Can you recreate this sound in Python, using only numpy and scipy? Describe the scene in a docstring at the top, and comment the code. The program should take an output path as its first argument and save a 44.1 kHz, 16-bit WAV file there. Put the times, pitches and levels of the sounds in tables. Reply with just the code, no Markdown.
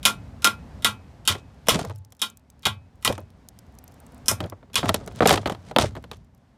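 """Outdoors beside a rusty hollow car frame, hammered with a steel bar, with the microphone close by.
Blows are noise bursts that ring decaying sine modes; duller knocks are the same bursts without the ring.
Rust crumbles and scrapes as uneven grit with a box-section groan; flakes tick as short resonant puffs.
Shaped noise makes the thrum after shoves, the distant rumble, the drone and the hiss; one low tone lingers.
Gain control reacts a few ms late and holds down the blows."""
import sys
import numpy as np
from scipy import signal
from scipy.fft import rfft, irfft, next_fast_len
from scipy.io import wavfile
from scipy.ndimage import map_coordinates

SR = 44100
rng = np.random.default_rng(int(sys.argv[2]) if len(sys.argv) > 2 else 0)


def unload_wav(signal):
    """Save mono or channel-first audio to the path in sys.argv[1] as 16-bit WAV at rate SR, clipped to [-1, 1]."""
    wavfile.write(
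        sys.argv[1],
        SR,
        np.round(np.clip(np.atleast_2d(signal).T, -1, 1) * 32767).astype(np.int16),
    )


def gain_from_db(level_db):
    """Turn a decibel level (scalar or array-like) into a linear amplitude factor."""
    decades = np.asarray(level_db, float) / 20
    return 10 ** decades


N = 289737  # length in samples

# background levels, joined by straight lines: time_s, rumble_db, drone_db
AIR_LEVELS = [(0.0, -39.5, -54), (0.8, -42.5, -52), (1.04, -45.5, -55.5), (1.679, -47.5, -57),
              (2.01, -60, -68.5), (2.51, -55.5, -64.5), (3.18, -47.5, -61.5), (3.68, -51, -59),
              (4.39, -45, -52), (4.54, -55.5, -59.5), (4.96, -39.5, -68.5), (5.4, -47, -54),
              (5.95, -38.5, -57.5), (6.28, -53, -66.5), (6.57, -54.5, -64)]
# relative spectra of the distant rumble, mid drone and hiss: frequency_hz, density_db (per Hz)
RUMBLE_SPECTRUM = [(12, -59), (20, -17.5), (41, -4.5), (65, 5.5), (102, -1), (258, -9), (336, -25),
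                   (400, -20.5), (520, -38.5), (880, -120)]
DRONE_SPECTRUM = [(150, -21.5), (250, 1.5), (335, -9), (699, -7.5), (1020, -12.5), (2200, -26.5),
                  (2860, -49), (4840, -120)]
HISS_SPECTRUM = [(880, -25), (1500, 0), (5020, -8.5), (8740, -15.5), (9650, -18), (14800, -24),
                 (16000, -38.5)]
HISS_DB = -10  # re drone

# full blows, each with its own level for every ringing part:
# start_s, crack_db, sizzle_db (re crack), wall_db, flange_db (rail follows it), bracket_db
BLOWS = [(0.0529, -12.5, -2, -8, -16, -26), (0.4443, -13.5, -2, -5.5, -14, -31),
         (0.846, -16.5, -2.5, -12.5, -16, -24.5), (1.2755, -21.5, 3, -17.5, -19, -19),
         (1.6919, -16.5, -1.5, -33.5, -16, -28.5), (2.217, -27, 1.5, -25, -27.5, -26),
         (2.654, -22.5, -4.5, -21, -19, -24), (3.0485, -22.5, 1, -39.5, -18, -29.5),
         (4.2825, -24.5, 9.5, -21.5, -23.5, -48), (4.7556, -23.5, 0.5, -27.5, -24, -22.5)]
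# modes of wall, flange, rail, bracket and bar, one list each: frequency_hz, level_db (re part), t60_s
FRAME_MODES = [
    [(1365, -17, .22), (1392, 0, .15)],
    [(872, -14, .22), (1050, 0, .11), (1120, -5, .17), (1305, -3, .12), (1598, -8, .12), (1960, -4, .12),
     (2143, -6, .09)],
    [(210, -4, .22), (2347, -10, .22), (2460, 0, .11), (2550, -18, .36)],
    [(2891, -5, .08), (3043, -8, .16), (3146, -5, .14), (3232, -3, .11), (3415, -2, .1), (3535, -5, .14),
     (3760, 0, .1), (4113, -5, .09), (4515, -5, .09)],
    [(5165, -4, .09), (5910, 0, .07), (6750, -6, .09), (7270, -2, .1), (8769, -6, .09), (9340, -2, .09),
     (9980, -5, .08)],
]
RAIL_DB, BAR_DB = -4, -3.5  # rail re flange; bar re crack
BLOW_CLANK_DB, BLOW_BOOM_DB = -9.5, -15  # re crack
CLANG_DB, CLANG_WIDTH_HZ = -10, 50  # re rattle, for a part that rings as hard as the crack
PRE_ECHO_S, PRE_ECHO_DB = .0232, -30  # pre-echo: a faint copy of each blow comes this much early

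# duller knocks and bounces; the rows at 1.662 and 1.6711 s are faint pre-echoes of the next contacts:
# start_s, crack_db, sizzle_db (re crack), thud_db (re crack)
KNOCKS = [(0.059, -6.5, -4, -22), (0.472, -12.5, -6, -10), (1.3516, -39, -17, 11.5),
          (1.662, -51.5, -7, -4.5), (1.6711, -32.5, -4.5, -1), (1.6848, -10.5, 0, 1),
          (1.7493, -31.5, -11, -14), (1.7913, -40.5, 5, 15.5), (1.8143, -44, 0, 10), (1.849, -39, 3, 8.5),
          (1.8971, -43.5, -6, 10.5), (1.907, -44.5, -15, 10.5), (2.1223, -49, 5, -4),
          (2.667, -21.5, 1, 0.5), (3.0764, -12.5, -9.5, -9.5), (3.1249, -31.5, -1, 2),
          (3.1793, -43, 0, 12.5), (4.313, -32, 13.5, 9), (4.4042, -27.5, -9, 5), (4.4395, -36, -19, -3),
          (4.466, -55, -16, 14), (4.5231, -65, -21, 35), (4.6282, -60, -31, 15.5), (4.7, -60, -15, 9),
          (4.7428, -30, -3, -10.5), (4.8299, -31.5, -27, 12.5), (4.8568, -31, -7, 9),
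          (4.8918, -12.5, -6.5, 0.5), (4.9428, -14.5, -2.5, -4.5), (5.029, -65, -19, 17),
          (5.076, -36.5, -1.5, 7), (5.1137, -51.5, -23, 10), (5.2058, -26.5, -16, 18.5),
          (5.2219, -27, -13.5, 19), (5.2306, -29, -18, 10.5), (5.2564, -13.5, -19.5, 8),
          (5.2621, -23.5, 1, 3.5), (5.2732, -11, 4, -16), (5.2932, -12, -5.5, -1.5),
          (5.308, -12.5, -11.5, 6.5), (5.314, -17.5, -1, -6), (5.3274, -21, 3, 5.5),
          (5.3386, -17.5, -10, 2.5), (5.3583, -26, -5, 0), (5.3756, -22.5, -23, 1),
          (5.431, -55, -10.5, 16.5), (5.4583, -21, -16.5, 4.5), (5.4735, -27, -11, 5),
          (5.4973, -30.5, -5.5, 10.5), (5.5218, -38, -4, 8.5), (5.5481, -43, -11, 6.5),
          (5.7119, -39.5, -11, 10), (5.7623, -12.5, -15.5, 5), (5.7851, -12, -5, 4),
          (5.8118, -19.5, -6, -16), (5.9522, -41.5, -9, 6.5), (5.965, -44.5, -7, 13),
          (6.04, -41.5, -8.5, 4), (6.114, -31.5, -9, -1.5), (6.134, -44, -21, -2)]
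CLANK_SHARE, CLANK_DB = 0.79, -4.5  # a knock's clank takes this share of the thud's dB, plus an offset
BLOW_BASE_T60_S, KNOCK_BASE_T60_S = 0.14, 0.036  # each register dies at a multiple of these

# relative spectra of a contact's two upper registers: frequency_hz, density_db (per Hz)
CRACK_SPECTRUM = [(1400, -43.5), (2200, -4.5), (3200, 6.5), (4500, -1), (6500, -24.5)]
SIZZLE_SPECTRUM = [(2710, -27), (4600, -28.5), (5120, 5), (6870, 1), (9670, 1), (12600, -2), (15100, -9),
                   (16500, -40)]
# relative resonances of the side wall, heard as clank: centre_hz, width_hz, level_db
PLATE_PEAKS = [(982, 150, 7.5), (1290, 240, 10), (1900, 900, 5)]
# relative resonances of the box section under a short contact: centre_hz, width_hz, level_db
THUD_PEAKS = [(221, 200, -4), (450, 200, 1), (734, 300, -1), (1310, 260, -13)]
CLANK_PUSH_DB, BOOM_PUSH_DB = 17, 15  # the first clean push, re clank and re boom

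# the whole frame is shoved and thrums: start_s, level_db
SHOVES = [(0.46, -44.5), (0.86, -31.5), (1.298, -32), (1.74, -31.5), (1.858, -26.5), (2.66, -28),
          (3.06, -31.5), (3.12, -32), (4.299, -29.5), (4.42, -31), (4.84, -21.5), (5.091, -39.5),
          (5.31, -20.5), (5.46, -38), (5.8, -23), (5.961, -46)]
# lowest resonances of the frame, each pass of two: centre_hz, width_hz, level_db
THRUM_PEAKS = [(89, 22, -0.5), (125, 50, -7)]
THRUM_T60_S, THRUM_RISE_S = 0.55, 0.0041

# rust crumbles after a contact: start_s, grit_db, groan_db, t60_s
CRUMBLES = [(1.297, -24.5, -21, 0.16), (1.715, -28, -18, 0.34), (1.785, -32, -22, 0.1),
            (1.855, -70.5, -32.5, 0.23), (3.085, -30.5, -20.5, 0.157), (3.189, -55, -32, 0.11),
            (4.319, -38, -30, 0.12), (4.408, -46, -24.5, 0.2), (4.776, -23, -19, 0.12),
            (4.833, -44, -27.5, 0.88), (4.878, -24, -21, 0.047), (4.903, -36.5, -21, 0.09),
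            (4.953, -34, -28, 0.077), (5.212, -35, -13, 0.32), (5.28, -16, -19, .2),
            (5.316, -21, -12.5, 0.18), (5.463, -32.5, -18, .09), (5.498, -39, -30, 0.066),
            (5.516, -41.5, -23.5, 0.1), (5.793, -17, -7.5, 0.17), (5.968, -48, -23.5, 0.073),
            (6.12, -49.5, -40.5, 0.21)]
# the bar drags towards its next contact, pressing ever harder:
# end_s, grit_db, groan_db, swell_s (time for a 60 dB rise)
DRAGS = [(5.2, -43, -37, .25), (5.722, -48, -41, .3)]
SCRAPE_EDGE_S = 0.0039  # onset of a crumble, and release of a drag
# relative spectrum of the grit: frequency_hz, density_db (per Hz)
GRIT_SPECTRUM = [(530, -30.5), (900, -2.5), (2690, -7), (3190, -4.5), (6870, -10.5), (9090, -15),
                 (15000, -35.5), (16500, -35)]
# relative resonances of the box section, heard as groan: centre_hz, width_hz, level_db
HOLLOW_PEAKS = [(91.56, 170, 1), (235, 190, 2.5), (422, 260, -1.5), (694, 290, -5), (1300, 640, -17)]

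# the clearest rust flakes landing: start_s, level_db, pitch_hz
FLAKES = [(1.9594, -45, 5600), (1.9862, -53, 7200), (2.0484, -46.5, 5600), (2.1044, -59, 5460),
          (2.15, -54.5, 4700), (2.3, -39, 7200), (2.3721, -40.5, 6900), (2.5011, -44, 6180),
          (2.5935, -55.5, 5550), (2.6234, -51, 5790), (3.2041, -49, 12060), (3.3035, -54, 4370),
          (3.4869, -33.5, 5630), (3.5891, -39, 5520), (3.6659, -60, 5570), (3.7871, -39, 5710),
          (3.8402, -39.5, 12100), (3.8785, -41.5, 6300), (3.9207, -53, 6170), (3.9416, -50, 6880),
          (4.0018, -45, 8540), (4.0655, -45.5, 7600), (4.121, -53, 8610), (4.146, -48.5, 7870),
          (4.1795, -52.5, 7300), (4.4614, -47, 6030), (4.4986, -35.5, 4580), (5.0624, -42, 5550),
          (5.1223, -49.5, 4860), (5.1599, -43, 5770), (6.026, -54.5, 4380), (6.1694, -54.5, 4930)]
FLAKE_T60_S = 0.013
# fainter specks fall at random once the rust is loose, spread around this level and pitch
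DUST_DB, DUST_HZ, DUST_FROM_S = -59.5, 6300, 1.2
# a faint tone of the frame: start_s, pitch_hz, level_db, t60_s
LINGER_TONE = (1.9, 868, -60, 1.2)


def unit(x):
    """Scale to rms 1."""
    return x / np.sqrt(np.mean(x ** 2) + 1e-20)


def filtered(x, response):
    """Filter x by a complex response of frequency."""
    m = next_fast_len(len(x) + 8192)
    return irfft(rfft(x, m) * response(np.fft.rfftfreq(m, 1 / SR)), m)[:len(x)]


def coloured(spectrum):
    """Noise of rms 1 with a (Hz, dB) spectrum, interpolated over log frequency."""
    f, db = np.transpose(spectrum)
    response = lambda hz: gain_from_db(np.interp(np.log(hz + 1), np.log(f + 1), db))
    return unit(filtered(rng.standard_normal(N), response))


def resonate(x, peaks):
    """Causal resonances of alternating sign, scaled so that white noise keeps its power."""
    def gain(f):
        return sum((-1) ** k * gain_from_db(db) * 1j * f * width / (centre * centre - f * f + 1j * f * width)
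                   for k, (centre, width, db) in enumerate(peaks))
    mean_power = np.mean(abs(gain(np.linspace(0, SR / 2, 4000))) ** 2)
    return filtered(x, gain) / np.sqrt(mean_power)


def damped(x, hz):
    """Causal roll-off: a soft contact gives no treble."""
    return signal.sosfilt(signal.butter(3, min(hz, SR / 3), fs=SR, output="sos"), x)


def wobble(rate):
    """A smooth random curve, rate knots a second."""
    knots = rng.standard_normal(int(N * rate / SR) + 4)
    return map_coordinates(knots, [np.arange(N) * rate / SR])


def decays(times, levels_db, t60s, rise):
    """Envelope of many dying bursts, each at most half a second long, powers added."""
    power, t = np.zeros(N + SR), np.arange(SR // 2) / SR
    for s, db, t60 in zip(times, levels_db, t60s):
        burst = gain_from_db(db - 60 * t / max(t60, .004)) * (1 - np.exp(-t / rise))
        power[round(s * SR):][:len(t)] += burst ** 2
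    return np.sqrt(power[:N])


def pushes(times, levels_db):
    """One single-sample push at each time."""
    return np.bincount(np.round(times * SR).astype(int), gain_from_db(levels_db), N)


def air():
    """Far traffic-like rumble, a mid drone and a smooth hiss that follows it, all slowly wavering noise."""
    s, *levels = np.transpose(AIR_LEVELS)
    rumble_db, drone_db = (np.interp(np.arange(N) / SR, s, level) for level in levels)
    rumble = gain_from_db(rumble_db + 1.5 * wobble(9)) * coloured(RUMBLE_SPECTRUM)
    drone = gain_from_db(drone_db + 0.5 * wobble(5.6)) * coloured(DRONE_SPECTRUM)
    hiss = gain_from_db(drone_db + HISS_DB + 0.66 * wobble(12)) * coloured(HISS_SPECTRUM)
    return rumble + drone + hiss


def contacts(s, db, sizzle_db, clank_db, boom_db, t60, snap_db, slower):
    """A contact snaps, then rattles in four registers, each dying at its own multiple of t60."""
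    def burst(level_db, slow, rise):
        """A brief snap on top of the longer rattle."""
        levels_db = np.r_[level_db, level_db + snap_db]
        return decays(np.tile(s, 2), levels_db, np.r_[slow * t60, 0 * s + .01 * slow], rise)

    chatter = gain_from_db(0.47 * wobble(330))  # loose rust rattles under the decay
    clank_noise, boom_noise = rng.standard_normal((2, N))
    sizzle = burst(db + sizzle_db, slower[0], rise=.0001) * chatter * coloured(SIZZLE_SPECTRUM)
    crack = burst(db, slower[1], rise=0.00033) * chatter * coloured(CRACK_SPECTRUM)

    # the first instant of a contact is one clean push
    clank_drive = burst(db + clank_db, slower[2], rise=0.0006) * chatter * clank_noise
    clank_drive = clank_drive + pushes(s, db + clank_db + CLANK_PUSH_DB)
    boom_drive = burst(db + boom_db, slower[3], rise=0.0006) * boom_noise
    boom_drive = boom_drive + pushes(s, db + boom_db + BOOM_PUSH_DB)

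    def body(x, peaks, hz):
        return damped(resonate(x, peaks), hz)

    # the damped resonances pass a small part of the noise, so each is brought back to its burst's level
    clank = body(clank_drive, PLATE_PEAKS, 2600) / np.std(body(clank_noise, PLATE_PEAKS, 2600))
    boom = body(boom_drive, THUD_PEAKS, 1400) / np.std(body(boom_noise, THUD_PEAKS, 1400))
    return sizzle + crack + clank + boom


def blows():
    """Full blows also ring the modes of the frame and the bar, a little differently every time."""
    hz, mode_db, mode_t60 = np.concatenate(FRAME_MODES).T[:, :, None]
    part = np.repeat(np.arange(len(FRAME_MODES)), [len(modes) for modes in FRAME_MODES])
    chance = rng.standard_normal((len(BLOWS), 2, len(hz), 1))
    times, db, sizzle_db, wall_db, flange_db, bracket_db = np.transpose(BLOWS)
    parts_db = np.array([wall_db, flange_db, flange_db + RAIL_DB, bracket_db, db + BAR_DB])

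    ring, t = np.zeros(N + SR), np.arange(SR // 2) / SR
    for s, part_db, (scatter, turn) in zip(times, parts_db.T, chance):
        level = gain_from_db(part_db[part, None] + mode_db + 0.83 * scatter - 60 * t / mode_t60)
        modes = level * np.sin(2 * np.pi * (hz * t + turn))
        ring[round(s * SR):][:len(t)] += modes.sum(0) * (1 - np.exp(-t / 0.016))

    rattle = contacts(times, db, sizzle_db, BLOW_CLANK_DB, BLOW_BOOM_DB,
                      np.full(len(db), BLOW_BASE_T60_S), snap_db=10, slower=(.9, .95, 1.05, 1.6))

    # the rattle keeps shaking the same modes, broadened while the bar still touches the steel
    latest = np.clip(np.searchsorted(times - .002, np.arange(N) / SR) - 1, 0, None)  # current blow
    clang = 0
    for part_db, modes in zip(parts_db, FRAME_MODES):
        peaks = [(f, CLANG_WIDTH_HZ, level) for f, level, _ in modes]
        shaken = resonate(rattle * gain_from_db(part_db - db)[latest], peaks)
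        clang = clang + shaken * np.sqrt(len(modes) / len(FRAME_MODES))

    blow = ring[:N] + rattle + gain_from_db(CLANG_DB) * clang
    early = round(PRE_ECHO_S * SR)
    return blow + gain_from_db(PRE_ECHO_DB) * np.pad(blow[early:], (0, early))


def knocks():
    """Softer contacts are damped by the rust and do not ring."""
    s, db, sizzle_db, thud_db = np.transpose(KNOCKS)
    clank_db = CLANK_DB + CLANK_SHARE * thud_db
    return contacts(s, db, sizzle_db, clank_db, thud_db, np.full(len(s), KNOCK_BASE_T60_S),
                    snap_db=-8.5, slower=(.6, .7, .9, 1.5))


def thrum():
    """The lowest modes of the frame, shaken unevenly after a shove: noise through the resonances twice."""
    s, db = np.transpose(SHOVES)
    shake = resonate(resonate(rng.standard_normal(N), THRUM_PEAKS), THRUM_PEAKS)
    return decays(s, db, np.full(len(s), THRUM_T60_S), THRUM_RISE_S) * unit(shake)


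def scrape():
    """Crumbling and dragging throw dense uneven grit and a lumpy groan of the box section."""
    s, *crumble_db, t60 = np.transpose(CRUMBLES)
    end, *drag_db, swell = np.transpose(DRAGS)

    def level(dies_db, grows_db):
        crumble = decays(s, dies_db, t60, SCRAPE_EDGE_S)
        drag = decays(N / SR - end, grows_db, swell, SCRAPE_EDGE_S)[::-1]  # a decay run backwards
        return np.hypot(crumble, drag)

    grit_level, groan_level = (level(dies, grows) for dies, grows in zip(crumble_db, drag_db))
    grit = unit(gain_from_db(3.5 * wobble(300) + 2.5 * wobble(70)) * coloured(GRIT_SPECTRUM))
    lumps = gain_from_db(5.5 * wobble(70)) * rng.standard_normal(N)
    groan = unit(damped(resonate(lumps, HOLLOW_PEAKS), 1800))
    return grit_level * grit + groan_level * groan


def flakes():
    """Each flake is a short noise puff: one pitched resonance between a weak low one and a broad high one."""
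    when, size, pitch = rng.random(size=(24, 3)).T
    dust_s = DUST_FROM_S + when * (N / SR - DUST_FROM_S)
    dust = zip(dust_s, DUST_DB + 8 * (size - .5), DUST_HZ * (.75 + pitch / 2))
    out, t = np.zeros(N + SR), np.arange(SR // 10) / SR
    for s, db, hz in [*FLAKES, *dust]:
        peaks = [(1200, 900, -16), (hz, 1800, 0), (12500, 5000, -5)]  # centre_hz, width_hz, level_db
        puff = resonate(rng.standard_normal(len(t)), peaks)
        out[round(s * SR):][:len(t)] += gain_from_db(db - 60 * t / FLAKE_T60_S) * puff
    return out[:N]


def linger():
    """One low mode of the frame fades as a sine, its level wavering a little."""
    s, hz, db, t60 = LINGER_TONE
    tone = np.sin(2 * np.pi * hz * np.arange(N) / SR)
    return decays([s], [db], [t60], 0.025) * gain_from_db(2 * wobble(30.9)) * tone


def scene():
    """Metal work over the air."""
    return (air() + blows() + knocks() + thrum() + scrape() + flakes() + linger())[None]


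def roll_off(x):
    """The treble ends steeply here."""
    return signal.sosfilt(signal.butter(12, 16840, fs=SR, output="sos"), x)


def record(dry):
    """Gain control reacts a few ms late, so first spikes pass and clip softly; then the microphone band."""
    lag = np.exp(-np.arange(SR // 10) / SR / .006)  # 6 ms memory of past power
    loudness = np.sqrt(abs(signal.fftconvolve(dry[0] ** 2, lag / lag.sum())[:N]))
    held = dry / (1 + (loudness / gain_from_db(-13)) ** 2) ** .3
    clipped = held / (1 + abs(held / .82) ** 6) ** (1 / 6)

    def band(hz):
        """Rumble rolls off below 40 Hz, treble near 16.2 kHz, with nothing from 16.7 kHz up."""
        treble = (hz < 16700) / (1 + (hz / 16200) ** 16)
        return treble * hz ** 2 / (hz ** 2 + 40 ** 2)

    return roll_off(filtered(clipped[0], band)[None])


dry = scene()
out = record(dry)
unload_wav(out)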